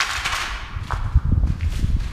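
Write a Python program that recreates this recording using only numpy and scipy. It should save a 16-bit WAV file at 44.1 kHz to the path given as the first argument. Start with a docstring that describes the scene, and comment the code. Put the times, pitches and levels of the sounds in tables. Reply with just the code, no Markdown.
"""A long bare corridor that rings for over a second, heard from a hand-held camera's microphone.
Feet crunch over plaster and glass litter: clumped random grains, filtered in third-octave bands.
Single shards snap out of the crunch as bell-shaped bursts; decaying noise tails make the hall's echo.
At the camera, jolts and knocks are lower bursts over a flickering rumble of filtered noise; still air lies behind."""
import sys
import numpy as np
from scipy import signal
from scipy.fft import rfft, irfft
from scipy.io import wavfile
from scipy.ndimage import uniform_filter1d

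SR = 44100
rng = np.random.default_rng(int(sys.argv[2]) if len(sys.argv) > 2 else 0)


def master_out(mix):
    """Clip the mix to full scale and print it as 16-bit PCM to the path in sys.argv[1]."""
    frames = np.transpose(np.atleast_2d(mix))
    ceiling = np.clip(frames, -1, 1)
    pcm = np.round(ceiling * 32767).astype(np.int16)
    wavfile.write(sys.argv[1], SR, pcm)


N = 93536
T = np.arange(N) / SR  # time [s]

# Spectrum of the still air: (frequency [Hz], relative level [dB per Hz])
AIR_SPECTRUM = [(180, -20), (300, -12), (685, -26.5), (1160, -19), (2100, -35), (4720, -37.5), (15500, -54)]
# Spectrum of the low buffeting: (frequency [Hz], relative level [dB per Hz])
RUMBLE_SPECTRUM = [(12, -50), (20, 0), (59, -5), (90, -9.5), (200, -24), (400, -43), (700, -44.5),
                   (1320, -120)]
# Rumble level before its flicker: (time [s], level [dB])
RUMBLE_LEVEL = [(0.0, -39), (0.15, -36.5), (0.57, -35.5), (0.801, -32), (1.1, -29), (1.22, -29.5),
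                (1.322, -17), (1.52, -22), (1.6, -28), (1.75, -23.5), (1.9, -20), (2.02, -26), (2.12, -28)]
# Jolts of the camera: (centre time [s], peak level [dB], pitch [Hz], length [cycles])
CAMERA_JOLTS = [(.186, -22, 67, 1.02), (.262, -25, 112, 0.58), (.335, -22, 65, 0.56),
                (.48, -30.5, 204, 0.72), (.54, -23, 47, 1.9), (.635, -23.5, 48.3, 0.41),
                (.77, -18, 76, 0.77), (.825, -22, 97, 1.7), (.857, -22.5, 136, 0.61),
                (.895, -23, 107, 0.59), (.938, -15, 85, 0.74), (.96, -19.5, 46, 0.94), (.995, -23, 90, 1.1),
                (1.058, -17, 93, 1.25), (1.078, -22, 115, 1.3), (1.148, -36, 81, 0.43),
                (1.157, -10, 45.4, 0.85), (1.159, -8.5, 90.7, 1.3), (1.174, -6.5, 90, 0.93),
                (1.188, -23, 80, 0.83), (1.255, -15, 110, 0.68), (1.27, -18, 81, 0.39),
                (1.295, -13.5, 94.3, 0.91), (1.325, -8.5, 79, 1.4), (1.379, -6, 81, 0.65),
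                (1.41, -19.5, 70, 1.4), (1.447, -11.5, 63.8, 1.77), (1.503, -13.5, 140, 0.98),
                (1.525, -22, 101, 1.1), (1.557, -27, 170, 1.1), (1.63, -15, 84, 1.1),
                (1.645, -22, 150, 0.53), (1.667, -14.5, 74.4, 1.94), (1.71, -34, 70, 1.6),
                (1.796, -19, 176, 0.55), (1.83, -19, 150, 0.5), (1.846, -9, 102, 0.5), (1.90, -16, 67.7, 3),
                (1.95, -8.5, 70, 0.86), (1.968, -13.5, 129.6, 0.42), (1.985, -20, 78, 1.2),
                (2.05, -21, 71, 1.3)]
# Sharp knocks on the camera body: (centre time [s], peak level [dB], pitch [Hz])
CAMERA_KNOCKS = [(.935, -27.5, 397), (1.061, -30.5, 217), (1.174, -24, 213), (1.256, -32, 260),
                 (1.3193, -25.5, 417), (1.326, -9.5, 194), (1.379, -27.5, 280), (1.435, -28.5, 249),
                 (1.456, -26, 218), (1.475, -22.5, 236), (1.504, -26, 270), (1.796, -42, 342),
                 (1.83, -36, 310), (1.847, -28.5, 276), (1.903, -25, 170), (1.967, -30.5, 280)]
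# Time the corridor takes to die by 60 dB: (frequency [Hz], decay time [s])
HALL_DECAY = [(500, 1.37), (1320, 1.674), (3480, 1.15), (7000, 0.67), (12000, 0.58)]
# Shards snapping: (centre time [s], peak level [dB], pitch [Hz])
SHARD_SNAPS = [(.0035, -3, 1590), (.0098, -4.5, 4870), (.0145, -32, 1410), (.0175, -11, 6230),
               (.0185, -15, 2200), (.022, -7, 2470), (.028, -22, 1540), (.094, -12, 1440),
               (.105, -18, 1250), (.1535, -11.5, 1760), (.112, -17.5, 6940), (.135, -16.5, 6940),
               (.168, -16.5, 5900), (.256, -20, 6150), (.262, -12, 2340), (.277, -15, 2210),
               (.323, -15, 1320), (.347, -11, 1300), (.385, -15, 1190), (.870, -34, 3550),
               (.873, -26, 3570), (.9075, -10.5, 1105), (.9135, -23.5, 1250), (.9225, -7.5, 1167),
               (.9265, -30, 1220), (.9305, -18, 1210), (.935, -21, 1010), (.9425, -22.5, 1250),
               (.949, -33, 1130), (.955, -38, 1150), (.96, -22, 1300), (.965, -24.5, 1210),
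               (0.994, -30, 1140), (1.188, -30, 1200), (1.436, -26.5, 600), (1.474, -28, 1150),
               (1.4742, -43, 2200), (1.509, -43, 1300), (1.610, -22, 2210), (1.6106, -30.5, 4200),
               (1.622, -33, 2370), (1.632, -23.5, 2270), (1.638, -30, 2150), (1.645, -31, 2060),
               (1.724, -24.5, 2900), (1.738, -32.5, 3000), (1.747, -26, 2800), (1.757, -24, 3300),
               (2.009, -32, 1280)]
# Colour of the litter: (frequency [Hz], gain [dB])
LITTER_COLOUR = [(240, -12), (400, -9.5), (520, -9), (1120, 3.5), (2290, 0), (4500, -8), (7100, -15),
                 (10700, -25), (15500, -37)]
# Footfalls and scuffs: (start time [s], length [s], level before litter colour [dB],
# brightness about 1500 Hz [dB per octave], share of the length spent rising [0-1],
# level sent to the hall, relative to direct [dB])
FOOTFALLS = [(0.0, 0.07, -22, 0.5, 0.14, -3), (0.024, 0.093, -36, 3, 0.31, -11),
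             (0.077, 0.096, -32.5, 2.5, 0.43, -3.5), (0.146, 0.043, -29, 1.5, 0.53, 2),
             (0.238, 0.048, -24.5, 1, 0.43, -1.5), (0.318, 0.034, -26.5, -0.5, 0.34, -3),
             (0.336, 0.045, -30, 4, 0.45, -0.5), (0.366, .13, -32.5, 0.5, 0.37, -1.5),
             (0.781, 0.15, -54.5, 3.5, 0.41, -0.5), (0.859, 0.036, -44, 1.5, 0.56, 5),
             (0.895, 0.11, -47.5, 3.5, 0.37, -9), (1.004, 0.14, -64, 5.5, .4, -7),
             (1.098, 0.13, -58, 3.5, 0.37, -5), (1.422, 0.053, -57, -8, 0.57, -9),
             (1.431, .13, -52.5, 2.5, 0.52, 0.5), (1.54, 0.21, -56.5, 3.5, 0.41, 2.5),
             (1.663, 0.21, -48.5, 6, 0.43, -4), (1.71, 0.049, -51, -13.5, .45, -7.5),
             (1.836, 0.096, -61, 5.5, 0.28, 7.5), (1.983, 0.063, -52, 3, 0.37, 0),
             (1.974, 0.21, -46, 2, 0.39, -3.5)]

AIR_DB = -49
RUMBLE_FLICKER_DB, RUMBLE_FLICKER_HZ = -1, 7.7
KNOCK_CYCLES = 1
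HALL_DB, SNAP_HALL_DB = 2.5, -7.5  # echo gain; share of the snaps sent to the hall
HALL_DELAY_S = 0.0016  # time constant of the echo's onset
EARLY_DB, EARLY_S = -9.5, 0.01  # the near walls answer first and louder
TAIL_CHANGE_S = 0.2  # a new random tail this often, so that no fixed tones stand out in the ring
SNAP_CYCLES, SNAP_LAW = 1.047, 0.37  # length at 1200 Hz; thin high shards ring for more cycles
SNAP_EDGE_DB = -24  # thin crack at up to three times the pitch, relative to the snap
GRAINS_PER_CYCLE, GRAIN_SCATTER_DB = 0.8, 2.0  # mean grain rate per band-centre cycle; level spread
GRIT_DB, GRIT_HZ = 2.5, 150  # grains come in clumps: depth and rate
TOP_HZ = 15350


def undb(db):
    """Turn decibels into an amplitude factor."""
    return 10 ** (np.asarray(db) / 20)


def on_log(table, hz):
    """Read a table along log frequency."""
    points = np.array(table, float)
    return np.interp(np.log(np.maximum(hz, 1)), np.log(points[:, 0]), points[:, 1])


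def colour(x, table):
    """Filter a signal by the spectrum of the table."""
    hz = np.arange(N // 2 + 1) * SR / N
    return irfft(rfft(x) * undb(on_log(table, hz)), N)


def coloured_noise(table):
    """White noise filtered by the table, at rms 1."""
    noise = colour(rng.standard_normal(N), table)
    return noise / np.sqrt(np.mean(noise ** 2))


def walk(rate_hz):
    """Smooth random wander, spread 1: noise averaged twice over 1 / rate_hz."""
    width = int(SR / rate_hz)
    wander = uniform_filter1d(uniform_filter1d(rng.standard_normal(N), width), width)
    return wander / wander.std()


def third_octave(x, hz):
    """Third-octave band around hz."""
    edges = [hz / 2 ** (1 / 6), hz * 2 ** (1 / 6)]
    return signal.sosfilt(signal.butter(2, edges, "band", fs=SR, output="sos"), x)


def wavelets(rows):
    """Short bell-shaped bursts of a few cycles."""
    out = np.zeros(N)
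    for centre, db, hz, cycles in rows:
        turns = (T - centre) * hz
        bell = np.exp(-2 * (turns / cycles) ** 2)
        out -= undb(db) * bell * np.cos(2 * np.pi * turns)
    return out


def still_air():
    """Steady faint noise with the spectrum of the still air."""
    return undb(AIR_DB) * coloured_noise(AIR_SPECTRUM)


def rumble():
    """Low buffeting of the camera: noise whose level follows a slow course and flickers."""
    points = np.array(RUMBLE_LEVEL)
    course_db = np.interp(T, points[:, 0], points[:, 1])
    noise = coloured_noise(RUMBLE_SPECTRUM)
    flicker_db = RUMBLE_FLICKER_DB * walk(RUMBLE_FLICKER_HZ)
    return noise * undb(course_db + flicker_db)


def camera_jolts():
    """Deep thumps as the hand-held camera is jolted, each a brief low-pitched swing."""
    return wavelets(CAMERA_JOLTS)


def camera_knocks():
    """Sharp knocks on the camera body, short bursts pitched mostly above the jolts."""
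    return wavelets([(centre, db, hz, KNOCK_CYCLES) for centre, db, hz in CAMERA_KNOCKS])


def hall_tail():
    """One echo of the corridor: noise that swells in quickly and loses its treble first."""
    hz, t, cells = signal.stft(rng.standard_normal(SR * 3 // 2), SR, nperseg=256)
    decay = undb(-60 * t / on_log(HALL_DECAY, hz)[:, None])
    tail = signal.istft(cells * decay, SR)[1]
    t = T[:len(tail)]
    onset = 1 - np.exp(-t / HALL_DELAY_S)
    near_walls = 1 + undb(EARLY_DB) * np.exp(-t / EARLY_S)
    return tail * onset * near_walls / np.sqrt(SR * 0.1)


def hall(x):
    """The corridor's ring: each stretch of sound convolved with a new random echo tail."""
    out, hop = np.zeros(N), int(TAIL_CHANGE_S * SR)
    for i in range(0, N, hop):
        wet = signal.fftconvolve(x[i:i + hop], hall_tail())[:N - i]
        out[i:i + len(wet)] += wet
    return undb(HALL_DB) * out


def shard_snaps():
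    """Shards cracking: a brief ring at the shard's pitch plus a thin crack above it."""
    rings = [(centre, db, hz, SNAP_CYCLES * (hz / 1200) ** SNAP_LAW) for centre, db, hz in SHARD_SNAPS]
    edges = [(centre, db + SNAP_EDGE_DB, min(3 * hz, 12000), 1.5) for centre, db, hz in SHARD_SNAPS]
    return wavelets(rings) + wavelets(edges)


def litter_grains(hz):
    """Random clicks of either sign at rms 1, more frequent in higher bands, with scattered levels."""
    chance = rng.random((3, N))
    struck = chance[0] < GRAINS_PER_CYCLE * hz / SR
    sign = np.sign(chance[1] - 0.5)
    size = undb(-GRAIN_SCATTER_DB * np.log(chance[2] + 0.002))
    grains = struck * sign * size
    return grains / np.sqrt(np.mean(grains ** 2))


def crunch():
    """Clumped grains of broken litter, each step with its own brightness: direct sound and hall send."""
    shapes = []  # power of each footfall over time
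    for start, length, _, _, rise, _ in FOOTFALLS:
        progress = np.clip((T - start) / length, 0, 1)
        bend = np.log(0.5) / np.log(np.clip(rise, 0.05, 0.9))  # puts the peak at the end of the rise
        shapes.append(np.sin(np.pi * progress ** bend) ** 4)
    shapes = np.array(shapes)
    rows = np.array(FOOTFALLS)
    level_db, tilt_db, send_db = rows[:, 2], rows[:, 3], rows[:, 5]
    grit = undb(GRIT_DB * walk(GRIT_HZ))
    out = np.zeros((2, N))
    for hz in 350 * 2 ** (np.arange(17) / 3):
        direct_db = level_db + tilt_db * np.log2(hz / 1500)
        power = undb(2 * np.array([direct_db, direct_db + send_db]))
        level = np.sqrt(power @ shapes)  # footfalls add as powers
        out += third_octave(litter_grains(hz) * grit * level, hz) * np.sqrt(SR / 4000)
    return colour(out, LITTER_COLOUR)


def scene():
    """Snaps and crunch heard direct, with the corridor's ring, over the camera noise and still air."""
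    snaps = shard_snaps()
    litter, litter_send = crunch()
    echo = hall(litter_send + undb(SNAP_HALL_DB) * snaps)
    camera = camera_jolts() + camera_knocks() + rumble()
    return (litter + snaps + echo + camera + still_air())[None]


def record(dry):
    """The camera cuts the top: a steep low-pass at TOP_HZ."""
    return signal.sosfilt(signal.ellip(10, 0.2, 80, TOP_HZ, fs=SR, output="sos"), dry)


dry = scene()
out = record(dry)
master_out(out)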